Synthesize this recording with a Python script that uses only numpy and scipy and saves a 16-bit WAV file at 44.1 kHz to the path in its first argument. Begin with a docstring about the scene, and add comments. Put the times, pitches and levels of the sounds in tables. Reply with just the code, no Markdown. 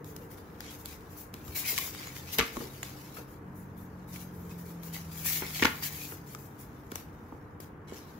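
"""Paper leaflet, close up in a small room

Two hands unfold, turn and refold a leaflet right in front of a stereo pair of microphones.
Leaves scrape and hiss over each other and under the fingers, creases tick as they snap over,
and twice a panel buckles with a loud crackle. Well behind the paper sit room rumble,
a faint mains hum, a low drone and a distant engine that slowly runs down."""
import sys
import numpy as np
from scipy import signal
from scipy.fft import rfft, irfft, next_fast_len
from scipy.io import wavfile
from scipy.ndimage import uniform_filter1d, map_coordinates

SR = 44100
rng = np.random.default_rng(int(sys.argv[2]) if len(sys.argv) > 2 else 0)


def to_wav(s):
    """Save 16-bit WAV."""
    ch = np.atleast_2d(s).T  # columns
    pcm = np.round(np.clip(ch, -1, 1) * 32767)  # PCM
    wavfile.write(sys.argv[1], SR, pcm.astype(np.int16))


N = 361179


def sliding(scrape_gain_db=1, hiss_gain_db=1.5, flutter_db=0.76, crinkle_db=-53.5, free_slide_db=-49):
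    """Pressed paper scrapes and crinkles, gliding paper hisses; the grip flutters scrape and hiss."""
    # spectra of pressed and of gliding paper at the microphones: f/Hz, level/dB
    scrape_colour = [(150, -23.5), (400, -25), (700, -2), (1300, -6.5), (1800, 6.5), (2250, 10.5),
                     (2700, 6), (4200, 6), (6500, 5), (8500, -5.5), (12000, 0.5), (16000, -24)]
    hiss_colour = [(3000, -23.5), (7000, -5.5), (8700, -12.5), (11000, -3.5), (13000, -0.5), (15500, -0.5),
                   (17000, 1.5)]
    crinkle_colour = [(400, 1), (1200, 7), (2600, -2), (6000, -7), (8500, -14), (14000, -1.5)]
    scrape_db, hiss_db = hand_effort()
    grip_db = flutter_db * wobble(70)
    scrape = swirling(coloured(friction(rate=800, clump_db=2.7), scrape_colour), depth_db=4.2)
    hiss = swirling(coloured(friction(rate=2000, clump_db=-0.5), hiss_colour), depth_db=3.3)
    crinkle = coloured(crinkles(rate=70, spread_db=5, life=0.0005), crinkle_colour)
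    # crinkles stop growing once the leaves slide freely, so they stand out in gentle handling
    effort_db = 0.97 * np.minimum(scrape_db - free_slide_db, 0)
    return (amp(scrape_db + scrape_gain_db + grip_db) * scrape
            + amp(hiss_db + hiss_gain_db + grip_db) * hiss
            + amp(crinkle_db + effort_db) * crinkle)


def hand_effort(rub_hiss_db=3.5):
    """Scrape and hiss levels in dB: single strokes on top of the soft rubbing of the hands."""
    # rubbing between strokes: t/s, level/dB
    rubbing = [(0, -79), (.5, -71.5), (1.1, -69), (1.32, -78), (1.6, -57), (2.5, -58.5), (3.1, -61),
               (3.3, -80), (4.0, -74), (4.8, -69.5), (5.0, -58.5), (5.07, -62.5), (5.7, -51), (6.25, -69.5),
               (6.75, -72.5), (7.35, -75.5), (7.55, -83), (7.8, -86), (8.0, -71.5), (8.19, -70)]
    # strokes of paper over paper or skin: t/s, length/s, scrape/dB, hiss/dB
    strokes = [(0.042, 0.073, -66.5, -55), (0.144, 0.1, -70, -60), (0.298, 0.018, -59.5, -51),
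               (0.359, 0.024, -60, -59), (0.592, 0.12, -56, -67), (0.69, 0.055, -56.5, -51),
               (0.78, 0.032, -69, -53), (0.84, 0.09, -56.5, -51.5), (1.095, 0.081, -67, -57.5),
               (1.163, 0.048, -64, -47), (1.323, 0.094, -64, -59.5), (1.436, 0.12, -60.5, -52),
               (1.544, 0.054, -43.5, -34.5), (1.607, 0.056, -47.5, -47), (1.645, 0.019, -43, -38),
               (1.663, 0.056, -41.5, -32.5), (1.723, 0.071, -45.5, -42.5), (1.759, 0.11, -45.5, -38.5),
               (1.92, 0.17, -51.5, -67), (2.141, 0.039, -51.5, -51), (2.26, 0.067, -51.5, -59.5),
               (2.314, 0.027, -44, -37.5), (2.395, 0.076, -49, -58.5), (2.522, 0.12, -53.5, -51),
               (2.818, 0.066, -53.5, -53), (3.132, 0.058, -56.5, -50.5), (3.267, 0.075, -69.5, -61),
               (3.54, 0.077, -85, -58.5), (3.76, 0.071, -73, -58.5), (4.069, 0.073, -69.5, -55),
               (4.119, 0.042, -54.5, -48.5), (4.187, 0.036, -57.5, -49), (4.31, 0.18, -80, -60),
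               (4.49, 0.026, -59.5, -53.5), (4.571, 0.034, -64.5, -53), (4.639, 0.073, -66, -53.5),
               (4.82, 0.051, -60, -49), (4.92, 0.03, -48, -43.5), (5.107, 0.079, -59.5, -49.5),
               (5.162, 0.089, -55, -43), (5.24, 0.06, -40.5, -29.5), (5.311, 0.064, -41, -32.5),
               (5.395, 0.23, -50, -46), (5.531, 0.1, -43, -42.5), (5.817, 0.043, -41, -35),
               (5.907, 0.14, -51.5, -43.5), (6.06, 0.076, -61, -47), (6.254, 0.083, -63.5, -54.5),
               (6.372, 0.091, -81, -55.5), (6.577, 0.04, -65, -51), (6.897, 0.07, -62, -61),
               (6.937, 0.065, -59.5, -53), (7.596, 0.042, -63, -57), (7.867, 0.08, -61, -76),
               (7.926, 0.06, -56.5, -57), (8.064, 0.055, -65, -80)]
    power = amp(curves(rubbing)[0] + np.array([[0], [rub_hiss_db]])) ** 2
    for start, length, *levels in strokes:
        add(power, start, np.outer(amp(levels), stroke(length)) ** 2)
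    return 10 * np.log10(power)


def stroke(length, attack_s=0.018, release_db_per_s=262):
    """Gain of one stroke: it sets in quickly, holds, then dies away."""
    t = np.arange(SR // 2) / SR
    return np.minimum(t / attack_s, 1) * amp(-release_db_per_s * np.maximum(t - length, 0))


def friction(rate, clump_db):
    """Tiny slips arrive in brief clumps: mid and side noise."""
    return amp(clump_db * wobble(rate)) * rng.standard_normal((2, N))


def swirling(x, depth_db):
    """Random, shifting narrow-band patches give the scrape and hiss a swirling texture."""
    spectra = signal.stft(x, nperseg=1024)[2]
    patches = rng.standard_normal(spectra.shape[1:])
    for axis in (0, 1):  # smooth over frequency, then time
        patches = uniform_filter1d(patches, size=4, axis=axis)
    swirled = signal.istft(spectra * amp(depth_db * unit(patches)), nperseg=1024)[1]
    return unit(swirled[:, :N])


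def crinkles(rate, spread_db, life):
    """Tiny cracks of random size in the bending sheet, about rate a second: mid and side."""
    cracks = (rng.random(N) < rate / SR) * amp(spread_db * np.minimum(rng.exponential(size=N), 2))
    envelope = signal.lfilter([1], [1, -np.exp(-1 / (life * SR))], cracks)
    return envelope * rng.standard_normal((2, N))


def buckling(strain_db=-15, crack_db=-15, shiver_db=-26):
    """A panel flips in a few dry jerks, its ring shifting; it strains before each and shivers after."""
    # jerks: t/s, push/dB, body/dB, crisp/dB, edge/dB (four bands, low to high), life/s, ring/Hz
    jerks = [(2.3851, -34, -35.5, -30.5, -30.5, 0.002, 1400), (2.39, -28, -28.5, -37, -38.5, 0.0019, 910),
             (2.3938, -36.5, -28, -29.5, -46, 0.0024, 1200), (2.4005, -37.5, -30, -34.5, -50, 0.0026, 1300),
             (2.4089, -43, -29.5, -45, -47.5, 0.004, 1150), (2.4216, -38, -34, -42, -51.5, 0.012, 1100),
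             (5.6235, -24, -27.5, -37.5, -51, 0.0018, 1050), (5.6278, -50, -23, -41, -54, 0.0049, 1950),
             (5.635, -34, -37.5, -33.5, -51.5, 0.0023, 1800), (5.6471, -27.5, -32.5, -34, -40, 0.002, 900),
             (5.6516, -30, -25, -34.5, -45, 0.0008, 1210), (5.6542, -33, -23.5, -30.5, -42, 0.0022, 1800),
             (5.667, -45, -31.5, -40, -45, 0.0033, 1900), (5.679, -41.5, -39, -52, -56, .002, 900)]
    # dry crack of each jerk at the microphones: f/Hz, level/dB
    crack_colour = [(500, -5.5), (2000, 18), (6500, 4.5), (8700, -14.5), (10800, 13.5), (15000, 12)]
    # side signal of a panel close and straight ahead of the microphones: f/Hz, gain/dB
    near_side = [(200, 8), (400, -8.5), (1200, -5), (4000, 1.5)]
    out = np.zeros((2, N))
    for s, *levels, life, ring_hz in jerks:
        def response(hz):
            crack = amp(crack_db + along(crack_colour, hz))
            return (sheet(hz) + crack) * ringing(hz, ring_hz, db=2, q=2.8)

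        def panel(drive):
            return voiced(filtered(drive, response), [200, 750, 3000, 8000, 16000], levels)

        strain = jerk(rise=0.0004, life=0.0025)[:, ::-1]  # reversed: swells into the jerk
        padded_strain = np.pad(strain, ((0, 0), (0, SR // 20)))
        add(out, s - strain.shape[1] / SR, amp(strain_db) * panel(padded_strain))
        snap = jerk(rise=0.0004, life=life)
        shiver = amp(shiver_db) * jerk(rise=0.002, life=0.014)
        add(out, s, panel(snap + shiver))
    return np.array([out[0], equalised(out[1], near_side)])


def creases(gain_db=0.5):
    """A crease snaps over within milliseconds and rings the paper beside it."""
    # ticks of creases and edges: t/s, level/dB, treble tilt/dB, ring/Hz, life/s
    ticks = [(0.0442, -59.5, 4, 870, 0.0015), (0.1636, -51.5, 4.5, 5200, 0.0017),
             (0.6052, -47.5, 1.5, 5050, 0.0015), (0.8577, -47, 6.5, 4400, 0.00057),
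             (1.3404, -50.5, 3, 950, 0.0011), (1.479, -57.5, -3, 1210, 0.0022),
             (1.778, -34.5, -0.5, 2170, .0026), (1.7852, -36.5, 3.5, 1070, 0.0015),
             (2.0299, -54, -4.5, 2280, .003), (2.1636, -53, -2, 2120, .0026),
             (2.568, -50.5, -7.5, 1090, .0018), (2.83, -41, 0, 6900, 0.0011),
             (3.167, -57, -10, 1300, 0.0065), (4.159, -54.5, -3, 2200, 0.0036),
             (4.833, -58, 6, 4140, .0015), (4.945, -50, 1, 4020, .0028), (5.595, -47, -5, 2200, .002),
             (6.3486, -49, -3, 1220, 0.00085), (6.917, -51, 4.5, 1060, 0.0018),
             (6.9558, -42, 3, 5860, 0.0024), (7.602, -55.5, 6, 5000, 0.0042)]
    # microphone notch near 9 kHz, heard on the ticks: f/Hz, gain/dB
    mic_notch = [(7000, 0), (8700, -6), (11000, -5), (14000, -1)]
    out = np.zeros((2, N))
    for s, db, tilt, ring_hz, life in ticks:
        snap = jerk(life / 4, life)
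        rung = filtered(snap, lambda hz: ringing(hz, ring_hz, db=13, q=12))
        crack = voiced(rung, [600, 3000, 8500, 16000], [db - tilt, db, db + tilt])
        add(out, s, equalised(crack, mic_notch))
    return amp(gain_db) * out


def dragging(width_hz=330):
    """A dragged edge sticks and slips hundreds of times a second, each slip ringing the free sheet."""
    # rasps of an edge: t/s, length/s, level/dB, ring/Hz
    drags = [(1.628, 0.06, -45.5, 2350), (5.324, 0.15, -50, 2140), (5.531, 0.07, -53, 2280)]
    out = np.zeros((2, N))
    for start, length, db, ring_hz in drags:
        pressure = amp(db) * stroke(length)
        slips = crinkles(rate=900, spread_db=3, life=0.00003)[:, :len(pressure)]
        rasp = filtered(slips, lambda hz: resonance(hz, ring_hz, width_hz) ** 2)
        add(out, start, pressure * unit(rasp))
    return out


def flaps(thud_db=4.5, thud_hz=270, thud_width_hz=220):
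    """Softer contacts reach only the sheet's lower resonances; the fingers add a broad, dull thud."""
    # soft flaps and finger taps: t/s, level/dB, upper edge/Hz, life/s
    contacts = [(1.344, -44.5, 1210, 0.003), (1.724, -44.5, 600, .004), (2.5689, -39.5, 900, 0.00083),
                (2.571, -35, 500, 0.0054), (2.603, -40, 1400, 0.0065), (2.613, -37.5, 563, .014),
                (2.644, -42, 905, 0.02), (3.18, -42, 900, 0.019), (5.419, -34.5, 2020, 0.01),
                (6.121, -44, 1960, 0.002), (6.92, -40.5, 1300, 0.0014), (6.957, -44, 920, 0.0025),
                (7.323, -42, 900, 0.0017), (7.6005, -49.5, 1210, .001), (7.921, -39, 700, 0.0024)]
    out = np.zeros((2, N))
    for s, db, top_hz, life in contacts:
        paper = filtered(jerk(life / 2, life), sheet)
        thud = filtered(jerk(life / 2, life), lambda hz: resonance(hz, thud_hz, thud_width_hz))
        add(out, s, voiced(paper + amp(thud_db) * thud, [160, top_hz], [db]))
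    return out


def jerk(rise, life):
    """A short mid and side burst of slipping fibres; rise and life in seconds."""
    t = np.arange(SR // 12) / SR
    return rng.standard_normal((2, len(t))) * (1 - np.exp(-t / rise)) * np.exp(-t / life)


def sheet(hz):
    """Response of the held sheet, a sum of broad resonances."""
    # paper resonances: f/Hz, width/Hz, level/dB
    modes = [(286, 150, 3), (373, 51, 6), (441, 54, 0), (884, 110, -2.5), (1144, 170, 0), (1400, 120, 0.5),
             (1800, 490, -3.5), (2200, 220, -2.5), (2500, 140, -8), (2940, 340, -6), (3600, 2000, -15.5)]
    return sum(amp(db) * resonance(hz, centre, width) for centre, width, db in modes)


def air_puffs():
    """A swinging panel fans a low puff of air at the microphones."""
    # swings: t/s, level/dB, half length/s
    swings = [(1.494, -45.5, 0.061), (2.403, -36, 0.025), (2.587, -44.5, 0.058), (5.644, -39.5, 0.042)]
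    puff_colour = [(25, -21), (50, -2.5), (88, 2), (125, -3.5), (200, -11.5), (400, -11), (2000, -77.5)]
    t = np.arange(N) / SR
    envelope = sum(amp(db) * np.exp(-((t - s) / half) ** 2) for s, db, half in swings)
    return envelope * noise(puff_colour)


def room(x, wet_db, delay_s=0.005):
    """The near walls answer the mid signal with a diffuse tail, the treble dying first."""
    # room decay: f/Hz, t60/s
    decay = [(100, 0.33), (500, 0.34), (2500, 0.38), (7000, 0.25), (15000, 0.1)]
    hz, t, spectra = signal.stft(rng.standard_normal((2, SR // 2)), SR, nperseg=256)
    fade = amp(-60 * t / along(decay, hz)[:, None])
    tail = signal.istft(spectra * fade, SR, nperseg=256)[1]
    tail = np.pad(tail / np.linalg.norm(tail[0]), ((0, 0), (round(delay_s * SR), 0)))
    return x + amp(wet_db) * signal.fftconvolve(x[:1], tail, axes=1)[:, :N]


def distant_engine(fast_hz=49.1, slow_hz=25.3, midpoint_s=5.83, slowing_s=2.25, throb_db=1.2):
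    """Low orders of a far engine throb and sink as its shaft slows along an S-curve."""
    # engine's rise and fall: t/s, level/dB
    swell = [(0, -73), (3.25, -69), (3.45, -49.5), (3.95, -52), (4.25, -49.5), (5.5, -49.5), (6.0, -51),
             (6.25, -56), (7.3, -54), (8.19, -75)]
    # engine orders: multiple of shaft speed, level/dB
    orders = [(2, -10.5), (3, -3.5), (4, 0), (5, -9)]
    # standing waves of the room favour some pitches: f/Hz, gain/dB
    boom = [(65, -15), (78, 4), (92, 4), (112, -22), (133, 0.5), (150, -0.5), (168, 5), (200, -7), (260, 8)]
    slowed = (1 + np.tanh((np.arange(N) / SR - midpoint_s) / slowing_s)) / 2
    shaft_hz = fast_hz + (slow_hz - fast_hz) * slowed
    swell_db = curves(swell)[0]
    engine = sum(tone(k * shaft_hz, swell_db + db + along(boom, k * shaft_hz)) for k, db in orders)
    return amp(throb_db * wobble(23)) * engine


def hum_and_drone(waver_db=2.5):
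    """Faint mains hum and a low drone that comes and goes, both slightly unsteady; at first the line carries
    the far engine's third order near 150 Hz."""
    # mains partials: f/Hz, level/dB
    mains = [(100, -60), (300, -59.5)]
    # course of the drone, which opens on the far engine's third order near 150 Hz: t/s, f/Hz, level/dB
    drone = [(0, 148.5, -51), (.3, 155, -53.5), (.6, 131.6, -81), (1.9, 128.9, -57.5), (2.6, 135, -51.5),
             (3.2, 131.7, -54), (4.3, 131, -76), (4.8, 130, -77)]
    return sum(tone(hz, db + waver_db * wobble(6)) for hz, db in [*mains, curves(drone)])


def room_tone(rumble_db=-49.5):
    """Steady room rumble and a soft rush that swells and fades in the background."""
    # spectra of the rumble and the rush: f/Hz, level/dB
    rumble_colour = [(20, -23), (35, -5), (48, 0.5), (90, 7), (115, 1.5), (160, 5), (250, 0.5), (440, -5.5),
                     (560, -10), (700, -10.5), (900, -8.5), (1700, -15.5), (3000, -33), (8000, -87)]
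    rush_colour = [(200, -23), (350, -0.5), (470, 5), (650, -20), (2000, -47.5)]
    # course of the rush: t/s, level/dB
    rush = [(0, -54), (.4, -55), (.6, -59.5), (4.2, -61), (4.4, -54.5), (4.75, -56.5), (5.0, -63),
            (8.19, -59.5)]
    return amp(rumble_db) * noise(rumble_colour) + amp(curves(rush)[0]) * noise(rush_colour)


def microphones(x):
    """Mid and side to a stereo pair: alike in the bass, the left one open to more treble."""
    # stereo width: f/Hz, side gain/dB
    width = [(30, -7.5), (60, -16), (130, -15), (300, -13.5), (640, -3), (1400, 0), (3000, -2), (6000, 0)]
    # balance of the pair: f/Hz, left minus right/dB
    lean = [(200, 0.5), (600, 0.79), (2000, 1.6), (4400, 0.2), (8000, 4.2), (11000, 3.5), (14500, 10.4)]

    def balance(hz):
        angle = np.arctan(amp(along(lean, hz)))
        return np.sqrt(2) * np.array([np.sin(angle), np.cos(angle)])

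    mid, side = x[0], equalised(x[1], width)
    return filtered(np.array([mid + side, mid - side]), balance)


def amp(db):
    """Decibels to gain."""
    return 10 ** (np.asarray(db) / 20)


def unit(x):
    """Scale to rms 1."""
    return x / np.sqrt(np.mean(x ** 2) + 1e-20)


def along(points, hz):
    """Read (f/Hz, value) points on a log frequency axis."""
    freqs, values = np.transpose(points)
    return np.interp(np.log(hz + 1), np.log(freqs + 1), values)


def curves(rows):
    """One value per sample for each column after the time."""
    times, *columns = np.transpose(rows)
    return [np.interp(np.arange(N) / SR, times, column) for column in columns]


def wobble(rate):
    """A smooth random curve, rate knots a second."""
    return map_coordinates(rng.standard_normal(int(N * rate / SR) + 4), [np.arange(N) * rate / SR])


def tone(hz, db):
    """A sine at an rms level, its phase wandering slightly."""
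    phase = 2 * np.pi * np.cumsum(hz * np.ones(N)) / SR + 0.25 * wobble(5)
    return np.sqrt(2) * amp(db) * np.sin(phase)


def filtered(x, response):
    """Pass x through a response, given as a function of frequency."""
    n = x.shape[-1]
    size = next_fast_len(n + 8192)
    return irfft(rfft(x, size) * response(np.fft.rfftfreq(size, 1 / SR)), size)[..., :n]


def equalised(x, spectrum):
    """Shape x by (f/Hz, gain/dB) points."""
    return filtered(x, lambda hz: amp(along(spectrum, hz)))


def coloured(x, spectrum):
    """Shape x by a spectrum and scale to rms 1."""
    return unit(equalised(x, spectrum))


def noise(spectrum):
    """Coloured mid and side noise at rms 1."""
    return coloured(rng.standard_normal((2, N)), spectrum)


def voiced(burst, edges_hz, levels_db):
    """Give each band of a burst its level, counted over 10 ms."""
    out = 0
    for low, high, db in zip(edges_hz, edges_hz[1:], levels_db):
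        band = signal.sosfilt(signal.butter(3, [low, high], "band", fs=SR, output="sos"), burst)
        out = out + amp(db) * band * np.sqrt(SR / 100) / np.linalg.norm(band, axis=1, keepdims=True)
    return out


def resonance(hz, centre_hz, width_hz):
    """Causal response of one resonance, 1 at its centre."""
    return 1j * hz * width_hz / (centre_hz ** 2 - hz ** 2 + 1j * hz * width_hz)


def ringing(hz, ring_hz, db, q):
    """A flat response plus one resonance of the paper."""
    return 1 + amp(db) * resonance(hz, ring_hz, ring_hz / q)


def add(track, s, sound):
    """Mix a sound into the track at time s."""
    part = track[:, max(round(s * SR), 0):][:, :sound.shape[1]]
    part += sound[:, :part.shape[1]]


def scene():
    """The leaflet close to the microphones, the room and the far engine behind it."""
    rustle = room(sliding() + dragging() + creases(), wet_db=-13)
    crackle = room(buckling() + flaps(), wet_db=-12)
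    background = room_tone()
    background[0] += hum_and_drone() + distant_engine()  # mid only
    return microphones(rustle + crackle + air_puffs() + background)


def record(dry):
    """The recorder keeps nothing above its band limit."""
    top_hz = 15740
    return filtered(dry, lambda hz: 1 / (1 + (hz / top_hz) ** 400))


dry = scene()
out = record(dry)
to_wav(out)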